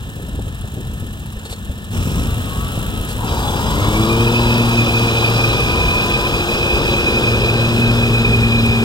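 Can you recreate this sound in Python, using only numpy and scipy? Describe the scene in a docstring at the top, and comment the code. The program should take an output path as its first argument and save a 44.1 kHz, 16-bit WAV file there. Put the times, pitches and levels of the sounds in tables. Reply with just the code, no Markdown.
"""Petrol mower across a street

A walk-behind mower with a V-twin engine idles, is throttled up, sags as the blades are clutched in,
recovers, mows and swings its deck away. Periodic excitation sets the sound: each four-stroke cycle
gives two exhaust pulses and four valve hits, the blades hum and rush, and their drive whines.
A low wind-like rumble swells and ebbs behind it. Knocks, a lever and light gusts are heard early on."""
import sys
import numpy as np
from scipy import signal
from scipy.fft import rfft, irfft, next_fast_len
from scipy.io import wavfile
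from scipy.ndimage import uniform_filter1d

SR = 44100
rng = np.random.default_rng(int(sys.argv[2]) if len(sys.argv) > 2 else 0)


def master_out(mix):
    """Clip the mix to full scale and print it as 16-bit PCM to the path in sys.argv[1]."""
    frames = np.transpose(np.atleast_2d(mix))
    ceiling = np.clip(frames, -1, 1)
    pcm = np.round(ceiling * 32767).astype(np.int16)
    wavfile.write(sys.argv[1], SR, pcm)


N = 389844
T = np.arange(N) / SR

IDLE_RATE, THROTTLE_S = 15.43, 1.91  # four-stroke cycles per second; when the throttle opens
FIRING_PLACES, BLADE_PASSES_PER_CYCLE = (0, .375), 4.41
CLUTCH_S, SAG_S, RECOVER_S = 3.18, .24, .91  # when the clutch bites; lengths of the fall and the recovery
# hardest work, in the run-up and as the blades reach speed: (centre [s], half-width [s])
REVVING, STRAINING = (2.08, 0.24), (3.93, 0.32)
# a thick patch of grass, and the deck side-on to the listener: (centre [s], half-width [s])
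THICK_GRASS, BROADSIDE = (5.4, 0.51), (7.18, 1)

# engine parts: (idle level [dB], running level [dB], then change [dB] with revving, blades engaged,
# sagging speed, straining, swinging away)
EXHAUST_DB = (-44.5, -37.5, 4, 4, 0.5, 5, 2)
VALVE_HISS_DB = (-55, -47.5, 2, 4.5, 0, 1.5, -3.5)
ROCKER_DB = (-39, -31.5, -1, 0.5, -2, -0.5, -10.5)
SEAT_DB = (-38.5, -40.5, 3, -1.5, 6, 6, -4)
CASING_DB = (-37, -29.5, -0.5, 4, -0.5, -1, 1)
# deck sounds: (level [dB], then change [dB] with sagging speed, facing side-on, swinging away)
WHINE_DB, RUSH_DB, GRASS_DB = (-23, -16, 3, -0.5), (-27, -0.5, 2, -6.5), (-31.5, -3, 3, -5.5)

# wind-like background rumble: (early level [dB], later level [dB], then five changes [dB] in staged_level)
RUMBLE_DB = (-32.5, -23.5, -0.5, -2.5, 0, 3.5, 2.5)
# its brief swells and ebbs: (centre [s], half-width [s], change [dB])
RUMBLE_SWELLS = [(0.319, 0.33, 4.5), (.92, 0.1, 3), (2.15, .2, 2.5), (2.95, .3, -1.5), (3.65, 0.26, 2.5),
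                 (5.68, 0.11, 4), (5.91, 0.045, 6), (6.75, 0.26, 1.5)]
# light gusts: (centre [s], half-width [s], level [dB])
WIND_GUSTS = [(.22, 0.077, -35), (.38, 0.048, -30), (.78, 0.046, -28), (.91, 0.055, -41),
              (1.045, .025, -34)]
# dull knocks: (time [s], pitch [Hz], thud level [dB], puff level [dB])
DULL_KNOCKS = [(0.167, 126, -26, -33), (0.19, 190, -27, -28), (0.286, 150, -30, -31), (0.329, 75, -16, -34),
               (0.391, 230, -16, -20.5), (0.467, 140, -21, -26), (.643, 109, -19, -31),
               (0.739, 170, -16, -31), (0.773, 240, -30, -25), (0.855, 140, -14, -34), (.893, 70, -13, -35),
               (1.022, 95, -12, -36), (1.368, 55, -17, -35), (1.695, 65, -11, -27), (2.776, 132, -5, -29),
               (3.007, 70, -9, -34)]
# bright scrapes: (time [s], length [s], level [dB])
BRIEF_SCRAPES = [(1.439, 0.046, -38), (1.485, 0.064, -33), (1.525, .02, -41), (3.07, 0.08, -32.5),
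                 (7.772, 0.047, -50), (8.654, 0.018, -29)]
# lever impacts: (time [s], level [dB])
LEVER_CLACKS = [(1.453, -29.5), (1.504, -39), (1.527, -28)]
# modes rung by the lever: (frequency [Hz], relative level [dB], time to fall 60 dB [s])
HANDLE_MODES = [(455, -2, 0.1), (560, -6, 0.072), (817, -4, 0.044), (3760, -1, .035), (4300, -7, 0.13),
                (7250, -9, .07)]
# speed set by the governor: (time [s], rate [cycles/s])
GOVERNED_SPEED = [(2.2, 26.85), (4.45, 26.8), (5, 26.3), (5.55, 26.22), (6.65, 26.52), (7.4, 26.3),
                  (7.8, 26.63), (8.6, 26.07)]
# fan and pulley tones: (start [s], end [s], multiple of the cycle rate [1], flutter width [Hz],
# steady part against flutter [1], level [dB])
PULLEY_TONES = [(2.21, 2.39, 42, 7.1, -1, -39.5), (2.4, 2.95, 42, 9, 1.5, -39),
                (3.3, 4.25, 45, 130, -0.5, -31.5), (3.5, 8.836, 152.5, 27, 0, -45),
                (8.3, 8.46, 151, 26, -1, -35.5), (4.46, 6.6, 248, 25, 0, -52),
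                (5.55, 6.37, 38, 20, 1, -32.5), (5.15, 6.45, 46.5, 80, -3, -37),
                (5.2, 8.293, 58.8, 3.1, 2.3, -37.5), (4.9, 8.3, 57.7, 13, 2, -47.5),
                (6.803, 10, 51.5, 16, 2, -41.5), (7.003, 8.843, 15.35, 9.5, -0.5, -33)]
# valve hits: (place in the cycle [0-1], then gain [1] of idle tick, running tick, idle ring, running ring)
VALVE_HITS = [(.095, 0.26, 0.13, 0.6, 1), (0.429, 0.66, 0.71, 0.46, .4), (.52, .1, .1, 0.73, 1),
              (.82, 0.15, 0.36, 0.21, .15)]
# casing modes that stand out at idle: (frequency [Hz], width [Hz], level [dB])
CASING_MODES = [(1750, 53, -49), (2940, 77, -66), (1294, 24, -58), (544, 18, -65), (211.5, 3, -41.5)]
# high modes of the deck: (frequency [Hz], width [Hz], level [dB])
DECK_MODES = [(3450, 35, -39.5), (4020, 34, -42), (4970, 38, -50), (6580, 40, -53)]
# hum that fades and returns as the blades drift in and out of step:
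# (time [s], then level [dB] of blade-pass harmonics 1 to 4)
LOW_HARMONICS = [(3.55, -33, -31, -39, -40), (3.8, -22.5, -33, -31.5, -53), (4, -21, -23, -21, -29.5),
                 (4.2, -21, -22.5, -24, -24.5), (4.55, -17, -21, -29.5, -34),
                 (4.75, -18.5, -20.5, -27.5, -38), (5, -20.5, -25, -28.5, -28), (5.3, -20, -30.5, -33, -28),
                 (5.5, -21, -37, -32, -38), (5.75, -28, -43, -33, -32), (6.2, -44, -43, -32.5, -35),
                 (6.65, -44, -44, -26, -35), (7.15, -30, -29, -27.5, -31.5),
                 (7.35, -19.5, -33.5, -29.5, -31), (7.75, -18.5, -20, -30, -39),
                 (8.25, -17.5, -23.5, -34, -31), (8.65, -18.5, -18.5, -37, -42)]
# upper blade-pass harmonics: (harmonic [1], level [dB], change side-on [dB], change swung away [dB])
HIGH_HARMONICS = [(5, -40, 2.5, -2), (6, -40, 1.5, -7), (7, -40.5, 1, -3)]

# spectral envelopes of the sources: (frequency [Hz], relative spectral density [dB])
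RUMBLE_SPECTRUM = [(10, -41), (28, -9.5), (50, 3.5), (75, 0), (110, 1), (160, -7.5), (230, -10),
                   (330, -19.5), (500, -44), (1500, -84)]
GUST_SPECTRUM = [(40, -8), (130, 8.5), (300, 0), (520, -8), (750, -25), (1500, -45)]
KNOCK_SPECTRUM = [(40, -2), (120, 1.5), (310, 1.5), (550, -1), (900, -14), (1500, -46), (4000, -70)]
SCRAPE_SPECTRUM = [(1500, 7), (4000, 10.5), (6000, 2), (8500, 9), (12000, 2), (16000, -38)]
VALVE_HISS_SPECTRUM = [(1000, -21), (3500, 4), (4600, -12), (6200, 4.5), (7200, 6.5), (7700, 3.5),
                       (8300, 9), (10200, -0.5), (12000, 5.5), (14300, -4), (16000, 0)]
ROCKER_SPECTRUM = [(1500, -23), (3500, -3), (5500, -14), (8300, 0), (9800, -3), (10800, 11.5), (12300, -5),
                   (14000, 4.5), (16000, -4)]
SEAT_SPECTRUM = [(1500, -29), (3500, -0.5), (4600, -9), (6600, -11), (7250, 6.5), (7750, -21), (8350, 3.5),
                 (9300, -11), (16000, -22)]
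CASING_SPECTRUM = [(100, 6.5), (350, 9), (600, 4), (1000, 2.5), (1400, 1), (1720, 4), (2200, -4.5),
                   (2750, 4.5), (4050, -2), (4550, -16), (5200, -5), (5900, -25), (7200, -17.5),
                   (15000, -24)]
INTAKE_SPECTRUM = [(30, -5), (90, 22), (200, 14.5), (350, 5), (800, -3), (1300, 1), (1700, -23), (2400, 0),
                   (4400, -22), (5300, -6), (5800, -9), (6400, -14), (7800, -13), (8600, -13), (10500, -30),
                   (16000, -35)]
MUFFLER_SPECTRUM = [(20, -28), (45, -8), (80, -19), (130, 2), (210, 1), (270, -5), (320, -32), (410, -9),
                    (600, -17), (1200, -42), (3000, -72)]
RUSH_SPECTRUM = [(60, -27), (200, 0.5), (300, 6), (420, 6.5), (540, 5), (660, 0), (1000, 4), (1300, 2.5),
                 (1650, -5), (2000, -8), (3000, -48), (8000, -43)]
GRASS_SPECTRUM = [(1000, -6), (2000, -13), (2350, 8.5), (2650, 3), (3100, 4), (4050, 2), (4270, -8.5),
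                  (4750, 0.5), (5000, 1), (5900, -6.5), (6600, -9), (7600, -19), (8600, -18), (12000, -69),
                  (16000, -40)]
CHUG_SPECTRUM = [(30, -12), (65, 10), (150, 3), (250, 3), (350, -1), (560, -11), (900, -22), (2000, -48)]
BOOM_SPECTRUM = [(150, -28), (320, 6), (430, 10), (560, 8), (720, -40), (2000, -54)]

# likeness of the two microphone ports: (frequency [Hz], coherence [0-1])
PORT_COHERENCE = [(50, .92), (130, .95), (300, .91), (1000, .86), (2000, .985), (2300, .99), (3800, .83),
                  (5000, .7), (6000, .5), (7000, .7), (8700, .72), (9800, .95), (12500, .8), (15500, .9)]
# phase by which the left port leads: (frequency [Hz], lead before the bearing factor [rad])
PORT_LEAD = [(20, 0), (250, .33), (550, .45), (850, .55), (1500, 2.1), (2150, 3.1), (2800, 3.7),
             (3700, 4.9), (4300, 5.2), (5100, 7.0), (5700, 6.8), (6800, 8.2), (9800, 3.14), (13600, -3.14),
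             (15500, -6.3)]
# shading between the ports: (frequency [Hz], left minus right [dB])
PORT_SHADING = [(130, 1), (300, 1.5), (500, 1.5), (770, 7.5), (1170, 9), (1790, 0.5), (2700, -2.5),
                (4100, 1.5), (4900, -6.5), (6500, -4.5), (7600, -0.5)]
# the mower moves towards the front: (time [s], factor on the lead [1])
BEARING_FACTOR = [(0, 1.065), (3.5, 1.06), (6, 1.01), (8.84, 0.92)]


def amp(db):
    """Amplitude ratio of a level in decibels."""
    return 10 ** (np.asarray(db) / 20)


def unit(x):
    """Normalisation to rms 1."""
    return x / np.sqrt(np.mean(x ** 2) + 1e-20)


def curve(rows, column=1):
    """Linear interpolation of one column of a time table at every sample."""
    rows = np.asarray(rows)
    return np.interp(T, rows[:, 0], rows[:, column])


def spectrum_at(points, hz):
    """Interpolation of a spectrum table on a log-frequency axis."""
    f, value = np.transpose(points)
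    return np.interp(np.log(hz + 1), np.log(f + 1), value)


def ramp(start, length):
    """Linear rise from 0 to 1."""
    return np.clip((T - start) / length, 0, 1)


def fade(start, end, edge_s):
    """Trapezoidal window; it stays open if it outlasts the scene."""
    return ramp(start, edge_s) * np.clip((end - T) / edge_s + (end >= T[-1]), 0, 1)


def bell(centre, half_width):
    """Gaussian swell from 0 to 1 and back."""
    return np.exp(-((T - centre) / half_width) ** 2)


def noise():
    """Uncorrelated white noise on two paths: direct and scattered."""
    return rng.standard_normal((2, N))


def drift(hz):
    """Low-pass random fluctuation of rms 1, up to about hz."""
    coarse_t = T[::64]
    f = np.fft.rfftfreq(8192, coarse_t[1])
    wander = irfft(rfft(rng.standard_normal(8192)) * np.exp(-(f / hz) ** 2))
    return np.interp(T, coarse_t, unit(wander[:len(coarse_t)]))


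def colour(x, spectrum, band_hz=(0, SR)):
    """Linear filtering by a spectral envelope, scaled to rms 1 within the band."""
    size = next_fast_len(N, real=True)
    hz = np.fft.rfftfreq(size, 1 / SR)
    shaped = rfft(x - x.mean(), size) * amp(spectrum_at(spectrum, hz))
    inside = shaped[:, (hz >= band_hz[0]) & (hz <= band_hz[1])]
    return irfft(shaped, size)[:, :N] * np.sqrt(N * size / np.sum(abs(inside) ** 2))


def tone(turns, width_hz, steady=0):
    """Line broadening: random amplitude and phase flutter spread a tone, carried on both paths."""
    phasor = (steady + drift(width_hz) + 1j * drift(width_hz)) * np.exp(2j * np.pi * turns)
    return unit(np.array([phasor.real, phasor.imag]))


def waver(x, depth_db=2.6, patch_hz=25, patch_s=.07):
    """Frequency-selective fading: narrow bands swell and fade independently."""
    hz, t, bins = signal.stft(x, SR, nperseg=2048, noverlap=1536)
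    field = rng.standard_normal(bins.shape[1:])
    field = uniform_filter1d(field, max(1, round(patch_hz / hz[1])), axis=0)
    field = uniform_filter1d(field, max(1, round(patch_s / t[1])), axis=1)
    return signal.istft(bins * amp(depth_db * unit(field)), SR, nperseg=2048, noverlap=1536)[1][:, :N]


def sag(labour_s=.08):
    """Inertial load, 0-1: the clutch drags the engine down quickly; it labours and slowly recovers."""
    fall = np.sin(np.pi / 2 * ramp(CLUTCH_S, SAG_S))
    recovery = np.sin(np.pi / 2 * ramp(CLUTCH_S + SAG_S + labour_s, RECOVER_S))
    return fall - recovery


def turned():
    """Heading of the deck, 0-1, as it swings away from the listener."""
    return ramp(start=5.14, length=3.67)


def engine_speed(run_up_s=.3, hunt_start_s=2.24, first_swing_s=.375, hunt_rate=.88, sag_rate=8.6):
    """Governed speed in cycles per second: idle, run-up, ever slower hunting, and sag under load."""
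    run_up = (1 - np.cos(np.pi * ramp(THROTTLE_S, run_up_s))) / 2
    swings = (np.maximum(T - hunt_start_s, 0) / first_swing_s) ** .64
    hunting = hunt_rate * np.sin(2 * np.pi * swings) * (1 - ramp(CLUTCH_S, SAG_S))
    return IDLE_RATE + run_up * (curve(GOVERNED_SPEED) - IDLE_RATE) + hunting - sag_rate * sag()


def staged_level(early_db, later_db, revving_db, blades_db, sag_db, straining_db, away_db):
    """Gains add in decibels: a level steps and swells at the times of run-up, clutching and turning."""
    step = ramp(THROTTLE_S, 0.016) * (later_db - early_db + revving_db * bell(*REVVING))
    changes = blades_db * ramp(CLUTCH_S, SAG_S) + sag_db * sag() + straining_db * bell(*STRAINING)
    return early_db + step + changes + away_db * turned()


def deck_level(db, sag_db, side_db, away_db):
    """Directivity and sagging speed set the level of a deck sound, in decibels."""
    return db + sag_db * sag() + side_db * bell(*BROADSIDE) + away_db * turned()


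def firings(cycle, uneven):
    """Impulse train of the two cylinders; combustion varies, so no two impulses are alike."""
    impulses = np.zeros(N)
    for place in FIRING_PLACES:
        at = np.flatnonzero(np.diff(np.floor(cycle - place)))
        impulses[at] += 1 + uneven * rng.standard_normal(N)[at]
    return impulses


def firing_envelope(cycle, decay_cycles):
    """Exponential decay after each firing."""
    return sum(np.exp(-((cycle - place) % 1) / decay_cycles) for place in FIRING_PLACES)


def strikes(cycle, place, decay_s, rattle=0, rattle_cycles=0.22):
    """Envelope of a damped impact once a cycle: a sharp peak and an optional rattle after it."""
    since = (cycle - place) % 1
    return np.exp(-since / engine_speed() / decay_s) + rattle * np.exp(-since / rattle_cycles)


def steel_ringing(cycle, ring_s=.04):
    """Convolution of the firings with the dense modes of steel gives closely spaced overtones."""
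    response = noise()[:, :SR // 8] * np.exp(-T[:SR // 8] / ring_s)
    return unit(signal.oaconvolve(firings(cycle, uneven=.15)[None], response, axes=1)[:, :N])


def wind_rumble(lumpy_db=1.0):
    """Low-frequency turbulence: a wind-like rumble swells and ebbs in the background."""
    swells_db = sum(db * bell(s, half_width) for s, half_width, db in RUMBLE_SWELLS)
    gain = amp(staged_level(*RUMBLE_DB) + swells_db + lumpy_db * drift(hz=5))
    return gain * colour(noise(), RUMBLE_SPECTRUM, band_hz=(25, 95))


def buffeting(flutter_db=4.5):
    """Turbulent pressure: light gusts flutter unevenly over the microphone."""
    gusts = sum(amp(db) * bell(s, half_width) for s, half_width, db in WIND_GUSTS)
    return gusts * amp(flutter_db * drift(hz=35)) * colour(noise(), GUST_SPECTRUM)


def knocks(attack_s=0.0022, puff_s=0.011, decay_periods=0.82):
    """Heavily damped oscillation: each knock is a low thud with a puff of noise."""
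    thuds, puffs = np.zeros((2, N)), np.zeros(N)
    for s, hz, thud_db, puff_db in DULL_KNOCKS:
        turns = hz * np.maximum(T - s, 0)
        thud_decay = np.exp(-np.minimum(turns / decay_periods, 20))
        thuds[0] += amp(thud_db) * np.sin(2 * np.pi * turns) * thud_decay
        puff_decay = np.exp(-np.minimum(abs(T - s) / puff_s, 20))
        puffs += amp(puff_db) * ramp(s - attack_s, attack_s) * puff_decay
    return thuds + puffs * colour(noise(), KNOCK_SPECTRUM)


def scrapes():
    """Friction noise in short, bright bursts."""
    bursts = sum(amp(db) * fade(s, s + length, length / 3) for s, length, db in BRIEF_SCRAPES)
    return bursts * colour(noise(), SCRAPE_SPECTRUM)


def lever(attack_s=.001):
    """Free vibration: a control lever hits its stop and the modes of the handle ring down."""
    out, t = np.zeros((2, N)), T[:SR // 3]
    for s, db in LEVER_CLACKS:
        ring = sum(amp(db + mode_db - 60 * t / t60) * np.exp(2j * np.pi * (hz * t + rng.random()))
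                   for hz, mode_db, t60 in HANDLE_MODES)
        start = round(s * SR)
        out[:, start:start + len(t)] += np.array([ring.real, ring.imag]) * np.minimum(t / attack_s, 1)
    return out


def fan(cycle, level_db=-43):
    """Rotational tone: the cooling fan whistles faintly from the run-up until the clutch bites."""
    whistle = tone(48 * cycle, width_hz=30, steady=4)
    return amp(level_db) * fade(2.12, CLUTCH_S + 0.047, edge_s=0.13) * whistle


def drive_whine(cycle, multiple=94.2, flutter_db=2.2):
    """Rotational tone with noise sidebands: the blade drive sings with a rough edge."""
    core = tone(multiple * cycle, width_hz=36, steady=1.7)
    gain = amp(deck_level(*WHINE_DB) + flutter_db * drift(hz=21)) * ramp(CLUTCH_S + SAG_S, RECOVER_S)
    sidebands = tone(multiple * cycle, width_hz=130)
    return gain * unit(core + 0.65 * sidebands)


def pulleys(cycle):
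    """Engine orders: thin fan and pulley tones come and go at multiples of the cycle rate."""
    return sum(amp(db) * fade(start, end, edge_s=0.12) * tone(multiple * cycle, width_hz, steady)
               for start, end, multiple, width_hz, steady, db in PULLEY_TONES)


def casing(cycle, hits, running, sag_db=-6):
    """Forced vibration: valve hits and firings shake the casing amid cooling air; modes ring at idle."""
    buzz = .45 * steel_ringing(cycle)
    shaken = colour(noise() * (1 + 0.44 * hits) + buzz, CASING_SPECTRUM)
    modes = sum(amp(db) * tone(hz * T, width_hz) for hz, width_hz, db in CASING_MODES)
    return amp(staged_level(*CASING_DB) + sag_db * sag()) * shaken + (1 - running) * modes


def valve_gear(cycle):
    """Periodic impacts: rockers tick and valves ring on their seats over a hiss, shaking the casing."""
    speed = engine_speed()
    running = np.clip((speed - speed[0]) / (speed[-1] - speed[0]), 0, 1)  # 0 at idle, 1 at speed
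    ticks, rings = np.zeros(N), np.zeros(N)
    for place, tick_idle, tick_fast, ring_idle, ring_fast in VALVE_HITS:
        tick_gain = tick_idle + running * (tick_fast - tick_idle)
        ring_gain = ring_idle + running * (ring_fast - ring_idle)
        ticks += tick_gain * strikes(cycle, place, decay_s=.0019, rattle=.38)
        rings += ring_gain * strikes(cycle, place, decay_s=.0055)
    top_hz = (10500, 13000)
    hiss_gain = amp(staged_level(*VALVE_HISS_DB) + drift(hz=23))
    hiss = hiss_gain * colour(noise(), VALVE_HISS_SPECTRUM, top_hz)
    rocker_gain = amp(staged_level(*ROCKER_DB) + 1.1 * drift(hz=30))
    rockers = rocker_gain * ticks * colour(noise(), ROCKER_SPECTRUM, top_hz)
    seat_gain = amp(staged_level(*SEAT_DB) + 1.1 * drift(hz=30))
    seats = seat_gain * rings * colour(noise(), SEAT_SPECTRUM, band_hz=(6800, 9000))
    return hiss + rockers + seats + casing(cycle, ticks + rings, running)


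def intake(cycle, open_s=1.926, hold_s=0.31, gain_db=-25.5):
    """Pulsating flow: the cylinders gulp air through the open throttle until the governor closes it."""
    gulps = 0.62 + firing_envelope(cycle, decay_cycles=0.28)
    wide_open = ramp(open_s, .005) * (1 - ramp(open_s + hold_s, 0.064))
    return amp(gain_db) * wide_open * colour(waver(noise()) * gulps, INTAKE_SPECTRUM)


def chug(cycle, gain_db=-31.5):
    """Impulse response of the muffler: each firing thumps hard at the top of the run-up."""
    thumps = np.array([firings(cycle, uneven=.2), np.zeros(N)])
    return amp(gain_db) * bell(centre=2.2, half_width=0.096) * colour(thumps, CHUG_SPECTRUM)


def exhaust(cycle):
    """Source and filter: each firing sends a pulse and a puff of turbulent gas through the muffler."""
    pulses = np.array([unit(firings(cycle, uneven=0.36)), np.zeros(N)])  # direct path only
    gas = 0.72 * unit(firing_envelope(cycle, decay_cycles=0.11) * noise())
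    return amp(staged_level(*EXHAUST_DB)) * colour(pulses + gas, MUFFLER_SPECTRUM, band_hz=(135, 205))


def clutch(cycle, level_db=-33, rasp_hz=930):
    """Sliding friction: the clutch rasps as it drags the blades up to speed, juddering at each firing."""
    judder = unit(1 + firing_envelope(cycle, decay_cycles=.16))
    slip = unit(waver(tone(rasp_hz * T, width_hz=120)))
    return amp(level_db) * fade(CLUTCH_S, 4.8, edge_s=0.014) * judder * slip


def deck_ring(waver_db=4.0, away_db=-1.5):
    """Resonance: a few high modes of the deck sing, wavering, once the blades turn."""
    modes = sum(amp(db + waver_db * drift(hz=6)) * tone(hz * T, width_hz)
                for hz, width_hz, db in DECK_MODES)
    return modes * ramp(CLUTCH_S, 0.31) * amp(away_db * turned())


def deck_boom(chop, gain_db=-26):
    """Directional radiation: the steel deck booms when side-on, and more weakly in thick grass."""
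    swell = bell(*BROADSIDE) + 0.43 * bell(*THICK_GRASS)
    return amp(gain_db) * swell * colour(noise() * chop, BOOM_SPECTRUM)


def grit(count=900, low_hz=2600, high_hz=5600, ring_s=.026, spread_db=11):
    """Random impacts: bits of stalk and grit each ring four high modes of the deck."""
    out, t = np.zeros(N + SR, complex), T[:SR // 12]
    for when, size, *modes in rng.random((count, 6)):
        hz = low_hz + (high_hz - low_hz) * np.array(modes)[:, None]
        ping = np.exp(2j * np.pi * hz * t).sum(0) * np.exp(-t / ring_s)
        start = round((CLUTCH_S + when * (T[-1] - CLUTCH_S)) * SR)
        out[start:start + len(t)] += amp(spread_db * size ** 2) * ping
    return unit(np.array([out.imag, out.real])[:, :N])


def air_rush(chop, steel, thick_db=1.085):
    """Aerodynamic noise: the blade tips tear the air, mixed with the ringing of the deck."""
    torn_air = noise() * chop * amp(drift(hz=32))
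    rush = colour(waver(torn_air + steel, depth_db=2), RUSH_SPECTRUM, band_hz=(600, 1500))
    return amp(deck_level(*RUSH_DB) + thick_db * bell(*THICK_GRASS)) * rush


def grass_cutting(cycle, steel, thick_db=3.5):
    """Broadband cutting noise: grass hisses over rasping steel and grit, louder in the thick patch."""
    rasp = waver(noise() + 1.9 * steel) + .3 * grit()
    throb = 1 + 0.02 * np.cos(4 * np.pi * cycle)
    hiss = colour(rasp * throb * amp(0.44 * drift(hz=29)), GRASS_SPECTRUM, band_hz=(3000, 5500))
    return amp(deck_level(*GRASS_DB) + thick_db * bell(*THICK_GRASS)) * ramp(CLUTCH_S, 0.13) * hiss


def mowing_noise(cycle):
    """Amplitude modulation: each blade pass chops the rush and boom; cutting and clutch noise join in."""
    chop = 1 + 0.16 * np.cos(2 * np.pi * BLADE_PASSES_PER_CYCLE * cycle)
    steel = .38 * steel_ringing(cycle)
    mowing = air_rush(chop, steel) + grass_cutting(cycle, steel)
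    return mowing * ramp(3.167, 0.13) + clutch(cycle) + deck_boom(chop)


def blade_hum(cycle, flutter_db=0.56):
    """Harmonic series at the blade-pass frequency, made as the blades sweep past the deck wall."""
    turns = BLADE_PASSES_PER_CYCLE * cycle + 0.005 * drift(hz=15)
    harmonics = [(k, curve(LOW_HARMONICS, column=k)) for k in range(1, 5)]
    harmonics += [(k, deck_level(db, 0, side_db, away_db)) for k, db, side_db, away_db in HIGH_HARMONICS]
    hum = sum(amp(db + flutter_db * drift(hz=17)) * np.exp(2j * np.pi * (k * turns + rng.random()))
              for k, db in harmonics)
    return np.sqrt(2) * np.array([hum.real, hum.imag]) * ramp(3.42, 0.3)


def microphone_ports(paths):
    """Partial coherence: two ports hear both paths, with a lead and shading that depend on frequency."""
    hz, t, (direct, scattered) = signal.stft(paths, SR, nperseg=1024, noverlap=768)
    hz = hz[:, None]
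    coherence = np.clip(spectrum_at(PORT_COHERENCE, hz), 0, 1)
    common = np.sqrt((1 + coherence) / 2) * direct
    apart = np.sqrt((1 - coherence) / 2) * scattered
    bearing = np.interp(t, *np.transpose(BEARING_FACTOR))
    lead = np.interp(hz, *np.transpose(PORT_LEAD)) * np.where(hz < 7500, bearing, 1)
    shading = amp(spectrum_at(PORT_SHADING, hz))
    left = (common + apart) * shading
    right = (common - apart) * np.exp(-1j * lead)
    pair = np.array([left, right]) * np.sqrt(2 / (1 + shading ** 2))  # keeps the total power
    return signal.istft(pair, SR, nperseg=1024, noverlap=768)[1][:, :N]


def scene():
    """Superposition of all sources; the turning parts share one slightly unsteady crankshaft."""
    cycle = np.cumsum(engine_speed() * (1 + .001 * drift(hz=8))) / SR  # four-stroke cycles elapsed
    background = wind_rumble() + buffeting() + knocks() + scrapes()
    whines = drive_whine(cycle) + pulleys(cycle) + fan(cycle)
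    engine = exhaust(cycle) + chug(cycle) + intake(cycle) + valve_gear(cycle)
    deck = blade_hum(cycle) + mowing_noise(cycle) + deck_ring()
    return microphone_ports(background + lever() + whines + engine + deck)


def record(dry, knee=.7, headroom=.24, cutoff_hz=15900):
    """Soft saturation rounds the highest peaks; a low-pass filter then limits the band."""
    excess = np.maximum(abs(dry) - knee, 0)
    rounded = dry - np.sign(dry) * (excess - headroom * np.tanh(excess / headroom))
    low_pass = signal.firwin(511, cutoff_hz, window=("kaiser", 9), fs=SR)
    return signal.oaconvolve(rounded, low_pass[None], "same")


dry = scene()
out = record(dry)
master_out(out)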